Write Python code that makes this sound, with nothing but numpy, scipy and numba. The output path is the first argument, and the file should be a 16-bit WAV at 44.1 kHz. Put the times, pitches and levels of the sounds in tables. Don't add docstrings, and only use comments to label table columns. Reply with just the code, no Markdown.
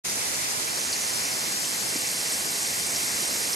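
import sys
import numpy as np
from scipy import signal
from scipy.fft import rfft, irfft
from scipy.io import wavfile
from scipy.ndimage import uniform_filter1d
from numba import njit

SR = 44100
rng = np.random.default_rng(int(sys.argv[2]) if len(sys.argv) > 2 else 0)


def dump_mix(stems):
    frames = np.atleast_2d(stems).T
    limited = np.clip(frames, -1, 1)
    pcm = np.round(limited * 32767).astype(np.int16)
    wavfile.write(sys.argv[1], SR, pcm)


def volts_from_decibels(level):
    exponent = np.asarray(level, float) / 20
    return 10 ** exponent


N = 156555

# start in seconds, peak level in dB, centre in Hz.
SPLASH_EVENTS = [(.339, -24, 6500), (.499, -24, 7200), (.67, -26, 2300), (.9255, -17.5, 4800),
                 (.9305, -22, 4640), (1.249, -22, 6140), (1.64, -26.5, 3000), (1.649, -23, 7800),
                 (1.959, -21.5, 5020), (2.069, -17.5, 6440), (2.32, -19.5, 8500), (2.334, -21, 5550),
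                 (2.864, -21, 8560), (2.959, -17.5, 5700), (3.074, -21, 5260), (3.272, -21.5, 8300),
                 (3.529, -17.5, 5450)]
# frequency in Hz, share 0-1.
UPSTREAM_SHARE = [(300, .05), (1400, 0.12), (1800, 0.41), (2200, 0.96), (6000, 0.72)]
# frequency in Hz, share 0-1.
DIRECT_SHARE = [(60, 0.69), (250, 0.92), (850, 0.61), (1400, 0.69), (2300, 0.57), (3600, 0.19), (6000, 0.3),
                (12000, 0.4)]
# frequency in Hz, gain in dB.
LEFT_COLOUR = [(170, -5), (1200, -5), (2100, -1), (3300, -8.5), (5000, 1), (6300, -0.5), (10300, -9.5),
               (12000, -10.5)]
# frequency in Hz, gain in dB.
RIGHT_COLOUR = [(150, -4.5), (700, -3), (1500, -5.5), (4000, -5), (6000, -2.5), (8400, 0.5), (10500, -2),
                (13000, -6)]
# frequency in Hz, gain in dB.
LEFT_BEFORE_BRIGHTENING = [(300, 0.5), (5000, -1), (7000, -0.5), (9000, -2.5), (12000, -5.5)]
# frequency in Hz, gain in dB.
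RIGHT_BEFORE_BRIGHTENING = [(300, -1.1), (5000, -0.13), (8500, -0.37), (12000, -1.2)]
# time in seconds, share brightened 0-1.
BRIGHTENING = [
    (0, 0),
    (.6, 0.04),
    (.8, 0),
    (1.1, 0),
    (1.6, 0.77),
    (2.0, 1),
    (2.8, 0.72),
    (3.55, 0.8),
]
# time in seconds, level gap in dB.
MERGE_GAP = [(.67, 3), (1.4, 4.0), (1.93, 4.5), (1.96, 7), (3.55, 7.0)]

RIVER_DB, FIZZ_DB = -26.5, -4
SURGE_DB, PATCH_DB, FLICKER_DB = 0.23, 0.77, 1.6
BUBBLES_PER_S, CANDIDATES_PER_S = 3500, 4000
BUBBLE_CYCLES, BUBBLE_SPREAD_DB, BUBBLE_RISE_SHARE = 8, 1.88, 0.28
SPLASH_DB, SPLASH_DECAY_S, SPLASH_WIDTH_SHARE = -8, 0.012, 0.32
GULP_S, GULP_HZ, GULP_DB, GULP_DECAY_S = 1.961, 310, -30, 0.005
UP_LAG_S, DOWN_LAG_S = 0.00041, -0.00033
UP_LEAD_RAD = 0.9
BASS_CUT_HZ, BASS_SHELF_HZ, BASS_SHELF_DB = 73, 143, -3.5
OPEN_S, OPEN_RISE_S = 0.0368, 0.014
JOINT_HZ, CENTRE_TOP_HZ, TOP_HZ = 4000, 9700, 12980
MERGE_FROM_S, CENTRE_SHARE = 0.665, 0.68
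STARVE_S, STARVE_DB, MASK_DB = 1.9, -7.5, -14


def water_roar(surge_db):
    roar, patch = 0, walk(4.1)
    for hz in 40 * 2 ** np.arange(0, 8.6, 1 / 3):
        patch = unit(0.8 * patch + 0.6 * walk(12))
        band = band_noise(hz, hz / 3)
        roar = roar + band * volts_from_decibels(surge_db + PATCH_DB * patch + FLICKER_DB * walk(34.8))
    return unit(roar)


def bubble_fizz():
    count = int(CANDIDATES_PER_S * N / SR)
    when, pitch, size_draw, length, chance = rng.random((count, 5)).T
    hz = 150 + 13000 * pitch
    kept = np.clip((BUBBLES_PER_S / CANDIDATES_PER_S - chance) * 20, 0, 1)
    size = volts_from_decibels(-BUBBLE_SPREAD_DB * np.log(1 - size_draw)) * np.sqrt(hz) * kept
    cycles = BUBBLE_CYCLES * (0.5 + length)
    start = (when * N).astype(np.int64)
    return unit(rings(start, hz, size, cycles, 1.0 * BUBBLE_RISE_SHARE, N))


@njit
def rings(start, hz, size, cycles, rise, count):
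    y = np.zeros(count)
    for k in range(len(start)):
        tau = cycles[k] * SR / hz[k] / 3
        w = 2 * np.pi * hz[k] / SR
        z = 1.0 + 0j
        step = np.exp(1j * w - 1 / tau)
        glide = np.exp(1j * w * rise / (3 * tau))
        for n in range(min(int(5 * tau), count - start[k])):
            y[start[k] + n] += size[k] * z.imag
            z *= step
            step *= glide
    return y


def white_water(surge_db):
    return unit(water_roar(surge_db) + volts_from_decibels(FIZZ_DB) * bubble_fizz() * volts_from_decibels(surge_db))


def splashes(t):
    out = 0
    for start_s, peak_db, hz in SPLASH_EVENTS:
        age = np.clip(t - start_s, 0, None) / SPLASH_DECAY_S
        envelope = (t > start_s) * np.minimum(age * 4, 1) * np.exp(-age)
        spray = unit(band_noise(1.0 * hz, SPLASH_WIDTH_SHARE * hz))
        out = out + volts_from_decibels(peak_db + SPLASH_DB) * envelope * spray
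    return out


def gulp(t):
    age_s = t - GULP_S
    return volts_from_decibels(GULP_DB) * np.cos(2 * np.pi * GULP_HZ * age_s) * np.exp(-(age_s / GULP_DECAY_S) ** 2)


def river_at_ports(up, down, hz):
    share = np.clip(over_hz(UPSTREAM_SHARE, hz), 0, 1)
    up, down = np.sqrt(share) * up, np.sqrt(1 - share) * down
    up_shift = np.exp(-2j * np.pi * hz * UP_LAG_S) * np.exp(-1j * UP_LEAD_RAD)
    down_shift = np.exp(-2j * np.pi * hz * DOWN_LAG_S)
    return up * up_shift + down * down_shift, up + down


def bass_cut(hz):
    high_pass = 1 / np.sqrt(1 + (BASS_CUT_HZ / (hz + 1)) ** 6)
    return high_pass * volts_from_decibels(BASS_SHELF_DB / (1 + (hz / BASS_SHELF_HZ) ** 8))


def unit(x):
    return x / np.sqrt(np.mean(x ** 2))


def over_hz(table, hz):
    p = np.array(table, float)
    return np.interp(np.log(hz + 1), np.log(p[:, 0]), p[:, 1])


def walk(rate_hz):
    k = int(SR / rate_hz)
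    held = np.repeat(rng.standard_normal(N // k + 1), k)
    return unit(uniform_filter1d(uniform_filter1d(held, k), k)[:N])


def band_noise(hz, width_hz):
    return svf(svf(rng.standard_normal(N), hz, width_hz), hz, width_hz)


@njit
def svf(x, hz, width):
    y, b, l = np.empty(len(x)), 0., 0.
    g, k = np.tan(np.pi * hz / SR), width / hz
    for i in range(len(x)):
        v = (b + g * (x[i] - l)) / (1 + g * (g + k))
        b, l, y[i] = 2 * v - b, l + 2 * g * v, k * v
    return y


def scene():
    count = N + 45
    t = np.arange(count) / SR
    hz = np.arange(count // 2 + 1) * SR / count
    surge_db = SURGE_DB * walk(5.86)
    stretches = []
    for _ in range(4):
        z = rfft(white_water(surge_db), count)
        stretches.append(z / uniform_filter1d(abs(z), size=900))
    up, down, bank_left, bank_right = stretches
    left, right = river_at_ports(up, down, hz)
    direct = np.clip(over_hz(DIRECT_SHARE, hz), 0, 1)
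    bright_share = np.interp(t[:N], *np.array(BRIGHTENING, float).T)
    ports = []
    for near, bank, colour, early in ((left, bank_left, LEFT_COLOUR, LEFT_BEFORE_BRIGHTENING),
                                      (right, bank_right, RIGHT_COLOUR, RIGHT_BEFORE_BRIGHTENING)):
        mixed = np.sqrt(direct) * near + np.sqrt(1 - direct) * bank
        port = mixed * volts_from_decibels(over_hz(colour, hz)) * bass_cut(hz)
        brighter = irfft(port, count)[:N]
        duller = irfft(port * volts_from_decibels(over_hz(early, hz)), count)[:N]
        ports.append(bright_share * brighter + (1 - bright_share) * duller)
    return unit(np.array(ports)) * volts_from_decibels(RIVER_DB) + splashes(t[:N]) + gulp(t[:N])


def band_power(z):
    return uniform_filter1d(np.sum(abs(z) ** 2, axis=-2), size=3, axis=-1) + 1e-20


def merge(x):
    frame = dict(fs=SR, window=np.sin(np.pi * (np.arange(2048) + 0.5) / 2048), nperseg=2048)
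    hz, t, z = signal.stft(x, **frame)
    limit_db = np.interp(t, *np.array(MERGE_GAP, float).T) * (t > MERGE_FROM_S)
    edges = np.r_[np.arange(60, 188, 4), np.arange(188, 640, 20)]
    for lo, hi in zip(edges, edges[1:]):
        band = z[:, lo:hi]
        mid, side = band[0] + band[1], band[0] - band[1]
        mid_power = band_power(mid)
        left, right = band_power(band)
        if hz[lo] < JOINT_HZ:
            side_power = band_power(side)
            weak = mid_power < side_power * volts_from_decibels(2 * STARVE_DB)
            very_weak = mid_power < side_power * volts_from_decibels(3 * STARVE_DB)
            starved = weak & ((t > STARVE_S) | very_weak)
            z[:, lo:hi] = np.where(starved, np.array([side, -side]) / 2, band)
            continue
        gap_db = abs(10 * np.log10(left / right) + 0.8 * rng.standard_normal(len(t)))
        centred = gap_db < CENTRE_SHARE * limit_db * (hz[lo] < CENTRE_TOP_HZ)
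        powers = np.where(centred, (left + right) / 2, np.array([left, right]))
        shared = mid * np.sqrt(powers / mid_power)[:, None]
        z[:, lo:hi] = np.where(gap_db < limit_db, shared, band)
        line_power = uniform_filter1d(abs(z[0, lo:hi]) ** 2, size=5, axis=0)
        z[0, lo:hi] *= line_power > right / (hi - lo) * volts_from_decibels(2 * MASK_DB) * (hz[lo] > CENTRE_TOP_HZ)
    z[:, hz > TOP_HZ] = 0
    return signal.istft(z, **frame)[1][:, :N]


def low_pass(x):
    return signal.sosfilt(signal.butter(12, 13640, fs=SR, output="sos"), x)


def record(dry):
    opening = np.clip((np.arange(N) / SR - OPEN_S) / OPEN_RISE_S, 0, 1) ** 2
    return low_pass(merge(dry) * opening)


dry = scene()
out = record(dry)
dump_mix(out)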